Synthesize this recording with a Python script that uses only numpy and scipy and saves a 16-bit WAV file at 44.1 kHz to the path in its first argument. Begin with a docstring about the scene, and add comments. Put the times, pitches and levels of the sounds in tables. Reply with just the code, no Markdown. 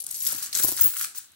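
"""A hand pushes loose coins over a wooden top, close to a phone in a small room.
From the start the coins jostle in a dense run of tiny impacts, with sharper clicks among them.
By 0.3 s their faces scrape the wood, which rumbles and knocks when a coin tips off a pile.
The clatter builds, and just after 0.8 s small coins, free to vibrate, give a brief high ring.
More scraping follows, then a last clink near 1.2 s, and the sound dies away into faint hiss."""
import sys
import numpy as np
from scipy import signal
from scipy.fft import rfft, irfft
from scipy.io import wavfile
from scipy.ndimage import uniform_filter1d

SR = 44100
rng = np.random.default_rng(int(sys.argv[2]) if len(sys.argv) > 2 else 0)


def to_wav(s):
    """Save 16-bit WAV."""
    ch = np.atleast_2d(s).T  # columns
    pcm = np.round(np.clip(ch, -1, 1) * 32767)  # PCM
    wavfile.write(sys.argv[1], SR, pcm.astype(np.int16))


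N = 59535

# Levels are relative within each table.
# rim-to-rim impacts: start_s, level_db, centre_hz
RIM_CLICKS = [(.0030, -27.5, 10300), (0.0206, -23, 11200), (0.037, -33, 9900), (0.0399, -23, 9300),
              (0.0658, -18, 9200), (0.0892, -26, 8500), (0.1114, -17, 9700), (.1443, -20.5, 8250),
              (0.156, -25, 8500), (0.205, -19.5, 6950), (0.247, -38, 5950), (0.267, -16, 6240),
              (.2714, -22, 10700), (0.3194, -18, 11100), (0.3229, -14.5, 11900), (0.4272, -16.5, 9300),
              (0.4615, -23, 7100), (0.5284, -20, 4340), (0.55, -25, 9300), (0.551, -9.5, 7240),
              (0.555, -30, 8500), (0.5985, -13, 7400), (0.632, -28, 11000), (0.6365, -11, 6960),
              (0.649, -8.5, 13200), (0.6834, -11, 10700), (0.686, -10.5, 10300), (0.7073, -25, 11500),
              (0.7179, -14, 12000), (0.7666, -18, 10100), (0.7745, -22, 5200), (0.7985, -19, 8000),
              (0.816, -18, 10000), (0.8202, -16, 6750), (0.841, -14, 9600), (.9688, -18, 10000),
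              (0.986, -20, 9200), (1.0097, -41, 6840), (1.025, -18, 9600), (1.0461, -20, 8000),
              (1.114, -46, 8900), (1.1486, -46, 9500), (1.1694, -38, 8500), (1.1812, -21, 9060),
              (1.2450, -40.5, 6300), (1.3191, -45, 9050)]
# coins struck while free to vibrate: start_s, level_db, pitch_hz, t60_s
FREE_RINGS = [(.003, -25, 11010, 0.052), (.041, -36, 11100, 0.028), (0.169, -44, 11350, .12),
              (0.191, -36, 11300, .15), (0.223, -18, 11325, 0.04), (0.269, -12.5, 11610, 0.05),
              (.377, -25, 15600, .08), (.427, -29, 15660, 0.091), (0.63, -19, 11400, 0.076),
              (.636, -16, 15650, 0.069), (0.674, -18, 11000, 0.03), (0.8085, -4, 15545, .07),
              (.8125, -20, 15670, 0.037), (.820, -29, 15615, 0.061), (0.843, -18, 11068, .15),
              (0.843, -5, 16100, 0.093), (.865, -35, 15500, 0.13), (.874, -23, 15600, .06),
              (1.1808, -17, 15700, .018)]
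# coin edges catching on the wood: start_s, level_db, pitch_hz
EDGE_CLACKS = [(.319, -37, 1600), (.472, -41.5, 1500), (.5288, -31.5, 3600), (.592, -31.5, 1500),
               (.598, -32, 1600), (.686, -33.5, 1200), (0.7736, -33, 1810), (.792, -28.5, 1400),
               (.840, -36, 1400), (.935, -39, 1500), (.966, -41, 1600), (1.0105, -30, 1400),
               (1.0435, -29.5, 1400), (1.147, -46, 1400), (1.192, -48.5, 1400), (1.245, -54, 1500),
               (1.278, -65, 1600)]
# coins dropping flat: start_s, level_db, left_minus_right_db
FLAT_DROPS = [(.065, -52.5, -4), (.326, -38.5, -14), (0.348, -48, -16), (0.6, -37, 3), (.638, -33.5, -18.5),
              (.647, -33, -13.5), (.686, -30.5, 4), (0.72, -33.5, -9.5), (.871, -45.5, -20.5)]
# normal modes of the wooden top: pitch_hz, level_db, t60_s
WOOD_MODES = [(103, -15, 0.15), (221, -12, 0.036), (289, -7.5, 0.042), (352, -3.5, 0.043),
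              (526, -13.5, 0.015), (565, -13, 0.075), (775, -12, 0.036), (980, -7, 0.021)]

# envelopes of the continuous textures: time_s, level_db
RUMBLE_LEVEL = [(0, -72), (.07, -62), (.21, -65), (.27, -55), (.35, -55.5), (.40, -60), (.53, -64.5),
                (.56, -50.5), (.65, -50.5), (.76, -56), (0.859, -47.5), (.92, -70.5), (1.03, -57),
                (1.10, -69), (1.35, -72.5)]
SCRAPE_LEVEL = [(0, -79), (.06, -67), (.07, -56.5), (.2, -65), (.24, -52.5), (.29, -44.5), (.34, -45),
                (.38, -50), (.42, -45.5), (.52, -56), (.56, -38.5), (.595, -45), (.615, -45.5),
                (.69, -45.5), (.765, -58), (.777, -40.5), (.81, -44), (.875, -43.5), (.92, -55),
                (.955, -50), (.968, -34.5), (.982, -61.5), (1.0, -36.5), (1.048, -48.5), (1.06, -73),
                (1.14, -79), (1.168, -48), (1.24, -68), (1.35, -65)]
JOSTLE_LEVEL = [(0, -34.5), (.03, -63), (.058, -52), (.068, -45.5), (.104, -42.5), (0.113, -33.5),
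                (.138, -42.5), (.148, -35), (.195, -40), (.255, -29), (.272, -27.5), (.33, -32.5),
                (0.414, -38), (0.439, -30), (.51, -50), (.526, -40), (.532, -31.5), (.546, -31.5),
                (.556, -27.5), (.598, -23.5), (.606, -39), (.626, -25), (.64, -31.5), (.668, -32.5),
                (.69, -31.5), (.73, -32.5), (0.762, -41.5), (0.775, -30), (.86, -33), (.92, -38),
                (.955, -38.5), (1.0, -30.5), (1.047, -28), (1.058, -37), (1.142, -66), (1.148, -42),
                (1.171, -38), (1.23, -52.5), (1.29, -63.5), (1.35, -67)]
LARGE_COIN_LEVEL = [(0, -41), (0.059, -77.5), (.12, -39.5), (.2, -33), (.27, -35), (.36, -38.5), (.45, -43),
                    (.51, -61), (.544, -37), (.556, -29.5), (.626, -29.5), (.635, -19.5), (.69, -29),
                    (.76, -42), (.79, -40), (.87, -35), (.94, -49), (1.01, -29.5), (1.13, -72),
                    (1.175, -68), (1.22, -76), (1.35, -63)]
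SMALL_COIN_LEVEL = [(0, -72), (.1, -64), (.19, -46), (.27, -30), (.31, -45), (.45, -60), (.51, -79),
                    (.555, -44), (.625, -30), (.64, -25), (.69, -38), (.76, -39), (.8, -34), (.85, -14),
                    (.92, -35), (1.03, -38), (1.142, -75), (1.15, -49), (1.175, -37.5), (1.2, -48),
                    (1.25, -66), (1.35, -75)]

# spectral shapes: frequency_hz, gain_db
HISS_SPECTRUM = [(20, -14), (50, 4), (100, 5), (400, -27), (1500, -6), (4000, 7.5), (9000, -48),
                 (11000, -22), (16000, -22)]
RUMBLE_SPECTRUM = [(20, -34), (36, -18), (55, 1.5), (105, 8), (160, 1), (310, 2.5), (480, -6.5), (850, -2),
                   (1400, -13.5), (4000, -31)]
SCRAPE_SPECTRUM = [(300, -34), (850, -29), (1080, -3.5), (1400, 1.5), (1800, -0.5), (2400, -5), (3200, -1),
                   (4500, -11), (8000, -24), (16000, -40)]
JOSTLE_SPECTRUM = [(500, -47), (2000, -6.5), (3200, -7), (4500, -3.5), (7000, -7), (9000, -0.5),
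                   (10200, -8), (12500, -2.5), (14500, -1), (16000, 2)]
ROOM_SPECTRUM = [(200, -12.5), (1500, 5.5), (9000, 1.5), (11500, -2), (15500, -19)]
# imbalance of the microphones: frequency_hz, left_minus_right_db
MIC_BALANCE = [(100, -4.5), (300, -4.5), (700, -1), (1400, -6), (2500, -1), (5000, 3.5), (8000, -0.5),
               (11500, 8.5), (15500, 4.5)]

# partials of coins held in the heap: pitch_hz
HELD_COIN_HZ = [5980, 6520, 7020, 7300, 8060, 7830, 7990, 8600, 9700]
LARGE_COIN_HZ = [11070, 11320, 11385, 11490, 11530, 11655, 12210, 12355]
SMALL_COIN_HZ = [15415, 15490, 15546, 15616, 15675, 15713]

CONTACT_ATTACK_S, RING_ATTACK_S = .00052, .00088
MIC_COMMON_SHARE, RIGHT_MIC_LAG_S = .39, .000042


def undb(db):
    """Amplitude grows tenfold for every 20 dB."""
    return 10 ** (np.asarray(db) / 20)


def add(out, x, start_s):
    """Superposition: a stereo sound adds to the mix from its start time."""
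    i = int(np.clip(start_s * SR, 0, N - 1))
    out[:, i:i + x.shape[1]] += x[:, :N - i]


def spectrum(points, hz):
    """Interpolation on a logarithmic frequency axis gives a spectral shape in dB."""
    frequency_hz, gain_db = np.array(points, float).T
    return np.interp(np.log(hz + 1), np.log(frequency_hz), gain_db)


def colour(x, points):
    """Linear filtering multiplies the spectrum by a smooth gain curve."""
    gain = undb(spectrum(points, np.fft.rfftfreq(2 * N, 1 / SR)))
    return irfft(rfft(x, 2 * N) * gain)[..., :N]


def highpass(x, hz, order):
    """A Butterworth filter attenuates what lies below its cutoff."""
    return signal.sosfilt(signal.butter(order, hz, "high", fs=SR, output="sos"), x)


def follow(x, envelope):
    """Amplitude modulation: a texture, levelled by its running rms, takes on a slow envelope."""
    time_s, level_db = np.array(envelope, float).T
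    power = uniform_filter1d(uniform_filter1d(np.mean(x ** 2, 0), size=700), size=700)
    gain = undb(np.interp(np.arange(N) / SR, time_s, level_db))
    return x / np.sqrt(np.abs(power) + 1e-12) * gain


def unit(x):
    """Normalisation brings the rms to 1."""
    return x / np.sqrt(np.mean(x ** 2) + 1e-18)


def stereo_noise(count):
    """Partial coherence: the two microphones share part of the noise power."""
    noise = rng.standard_normal((3, count))
    return np.sqrt(MIC_COMMON_SHARE) * noise[0] + np.sqrt(1 - MIC_COMMON_SHARE) * noise[1:]


def impulses(per_s, scatter_db):
    """Shot noise: independent tiny impacts of uneven strength."""
    return stereo_noise(N) * (rng.random(N) < per_s / SR) * undb(scatter_db * rng.standard_normal(N))


def contact(hz, decay_s, q):
    """A hard impact is a brief burst of noise, shaped by one broad resonance."""
    t = np.arange(int(6 * decay_s * SR) + 200) / SR
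    burst = stereo_noise(len(t)) * np.exp(-t / decay_s) * (1 - np.exp(-t / CONTACT_ATTACK_S))
    crack = signal.lfilter(*signal.iirpeak(hz, q, fs=SR), burst)
    return unit(crack) * np.sqrt(.001 / t[-1])  # the energy of rms 1 held for a millisecond


def mode(hz, t60_s):
    """A damped normal mode is a sinusoid that falls 60 dB in t60_s."""
    t = np.arange(SR // 4) / SR
    return np.sin(2 * np.pi * hz * t) * np.exp(-np.log(1000) * t / t60_s)


def hiss():
    """Stationary coloured noise forms a faint floor, independent in each channel."""
    return unit(colour(rng.standard_normal((2, N)), HISS_SPECTRUM))


def room(direct, t60_s=.32, delay_s=.004, tail_db=-9):
    """Reverberation: reflections from nearby walls add a diffuse, exponentially decaying tail."""
    t = np.arange(N // 2) / SR
    tail = rng.standard_normal((2, len(t))) * np.exp(-np.log(1000) * t / t60_s) * (t > delay_s)
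    tail /= np.sqrt(np.sum(tail ** 2, 1, keepdims=True))
    reflected = colour(signal.fftconvolve(direct, tail, axes=1)[:, :N], ROOM_SPECTRUM)
    return direct + undb(tail_db) * reflected


def wooden_top():
    """Sliding coins force the top to rumble; a coin dropping flat excites its modes as a knock."""
    rumble = colour(impulses(per_s=780, scatter_db=.5), RUMBLE_SPECTRUM)
    out = undb(.5) * follow(rumble, RUMBLE_LEVEL)
    for start_s, level_db, pan_db in FLAT_DROPS:
        knock = 0
        for hz, mode_db, t60_s in WOOD_MODES:
            strength = undb(mode_db + 2 * rng.standard_normal((2, 1))) * rng.choice([-1, 1])
            detune = 1 + .081 * rng.standard_normal()
            knock += strength * mode(hz * detune, t60_s)
        channel_db = level_db + np.array([[pan_db], [-pan_db]]) / 2
        add(out, knock * undb(channel_db), start_s)
    return highpass(out, hz=73, order=1)  # the top radiates little below this


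def face_scrape(grains_per_s=450):
    """Sliding friction: coin faces rasp on the wood and chatter in short pitched grains."""
    grains = np.zeros((2, N))
    for _ in range(int(grains_per_s * N / SR)):
        when, tone = rng.random(2)
        grain = stereo_noise(1) * mode(hz=1100 * 4 ** tone, t60_s=.014)
        add(grains, grain, when * N / SR)
    chatter = unit(colour(grains, SCRAPE_SPECTRUM))
    rasp = unit(colour(impulses(per_s=1500, scatter_db=4), SCRAPE_SPECTRUM))
    return undb(-3) * follow(rasp + undb(-3) * chatter, SCRAPE_LEVEL)


def edge_clacks(decay_cycles=4.4):
    """An edge catching on the wood excites a heavily damped resonance, heard as a hollow clack."""
    out = np.zeros((2, N))
    for start_s, level_db, hz in EDGE_CLACKS:
        add(out, undb(level_db + 2) * contact(hz, decay_s=decay_cycles / hz, q=2), start_s)
    return highpass(out, hz=1050, order=4)


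def nudged_coins(pitches_hz, per_s, t60_s):
    """Convolution: each mode responds to its own train of random nudges."""
    return sum(signal.fftconvolve(impulses(per_s, scatter_db=2), mode(hz, t60_s)[None])[:, :N]
               for hz in pitches_hz)


def heap_jingle():
    """Contact damping: coins pressed against their neighbours ring only briefly."""
    held = follow(nudged_coins(HELD_COIN_HZ, per_s=90, t60_s=.03), JOSTLE_LEVEL)
    large = follow(nudged_coins(LARGE_COIN_HZ, per_s=120, t60_s=.028), LARGE_COIN_LEVEL)
    small = follow(nudged_coins(SMALL_COIN_HZ, per_s=86, t60_s=.04), SMALL_COIN_LEVEL)
    return undb(-7.5) * held + undb(-3.5) * large + undb(-.5) * small


def free_rings():
    """Free vibration: a struck coin rings at one pitch; overlapping rings of close pitch beat."""
    out = np.zeros((2, N))
    for start_s, level_db, hz, t60_s in FREE_RINGS:
        ring = mode(hz, t60_s)
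        ring *= 1 - np.exp(-np.arange(len(ring)) / SR / RING_ATTACK_S)
        add(out, undb(level_db) * np.array([ring, ring]), start_s)
    return out


def rim_clicks(decay_s=.00053, q=4.2, mean_bounce_s=.0043):
    """Inelastic collision: rims meet with a sharp click, then bounce and meet more weakly."""
    out = np.zeros((2, N))
    for start_s, level_db, hz in RIM_CLICKS:
        add(out, undb(level_db - 5) * contact(hz, decay_s, q), start_s)
        bounce = undb(level_db - 8) * contact(hz, decay_s, q)
        add(out, bounce, start_s + mean_bounce_s * (.5 + rng.random()))
    return highpass(out, hz=3500, order=4)


def jostle(contacts_per_s=900, low_hz=5010, high_hz=13860, scatter_db=2.5):
    """Incoherent summation: tiny impacts of random time, pitch and strength merge into a clatter."""
    out = np.zeros((2, N))
    for _ in range(int(contacts_per_s * N / SR)):
        when, tone = rng.random(2)
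        hz = low_hz * (high_hz / low_hz) ** tone
        strength = undb(scatter_db * rng.standard_normal())
        add(out, strength * contact(hz, decay_s=.0006, q=1.6), when * N / SR)
    return undb(-.5) * follow(colour(out, JOSTLE_SPECTRUM), JOSTLE_LEVEL)


def scene():
    """Superposition: coins and wood sound together in the room, over its faint hiss."""
    floor = undb(-64.5) * hiss()
    direct = rim_clicks() + free_rings() + wooden_top()
    direct += face_scrape() + edge_clacks() + heap_jingle() + jostle()
    return room(direct) + floor


def record(dry, cutoff_hz=15850):
    """Stereo level and time cues: left is brighter, right fuller and later; both are low-passed."""
    hz = np.fft.rfftfreq(2 * N, 1 / SR)
    tilt_db = spectrum(MIC_BALANCE, hz) / 2
    lag = np.exp(-2j * np.pi * hz * RIGHT_MIC_LAG_S)
    response = np.array([undb(tilt_db), undb(-tilt_db) * lag])
    picked_up = irfft(rfft(dry, 2 * N) * response)[:, :N]
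    return signal.sosfilt(signal.ellip(12, .2, 80, cutoff_hz, fs=SR, output="sos"), picked_up)


dry = scene()
out = record(dry)
to_wav(out)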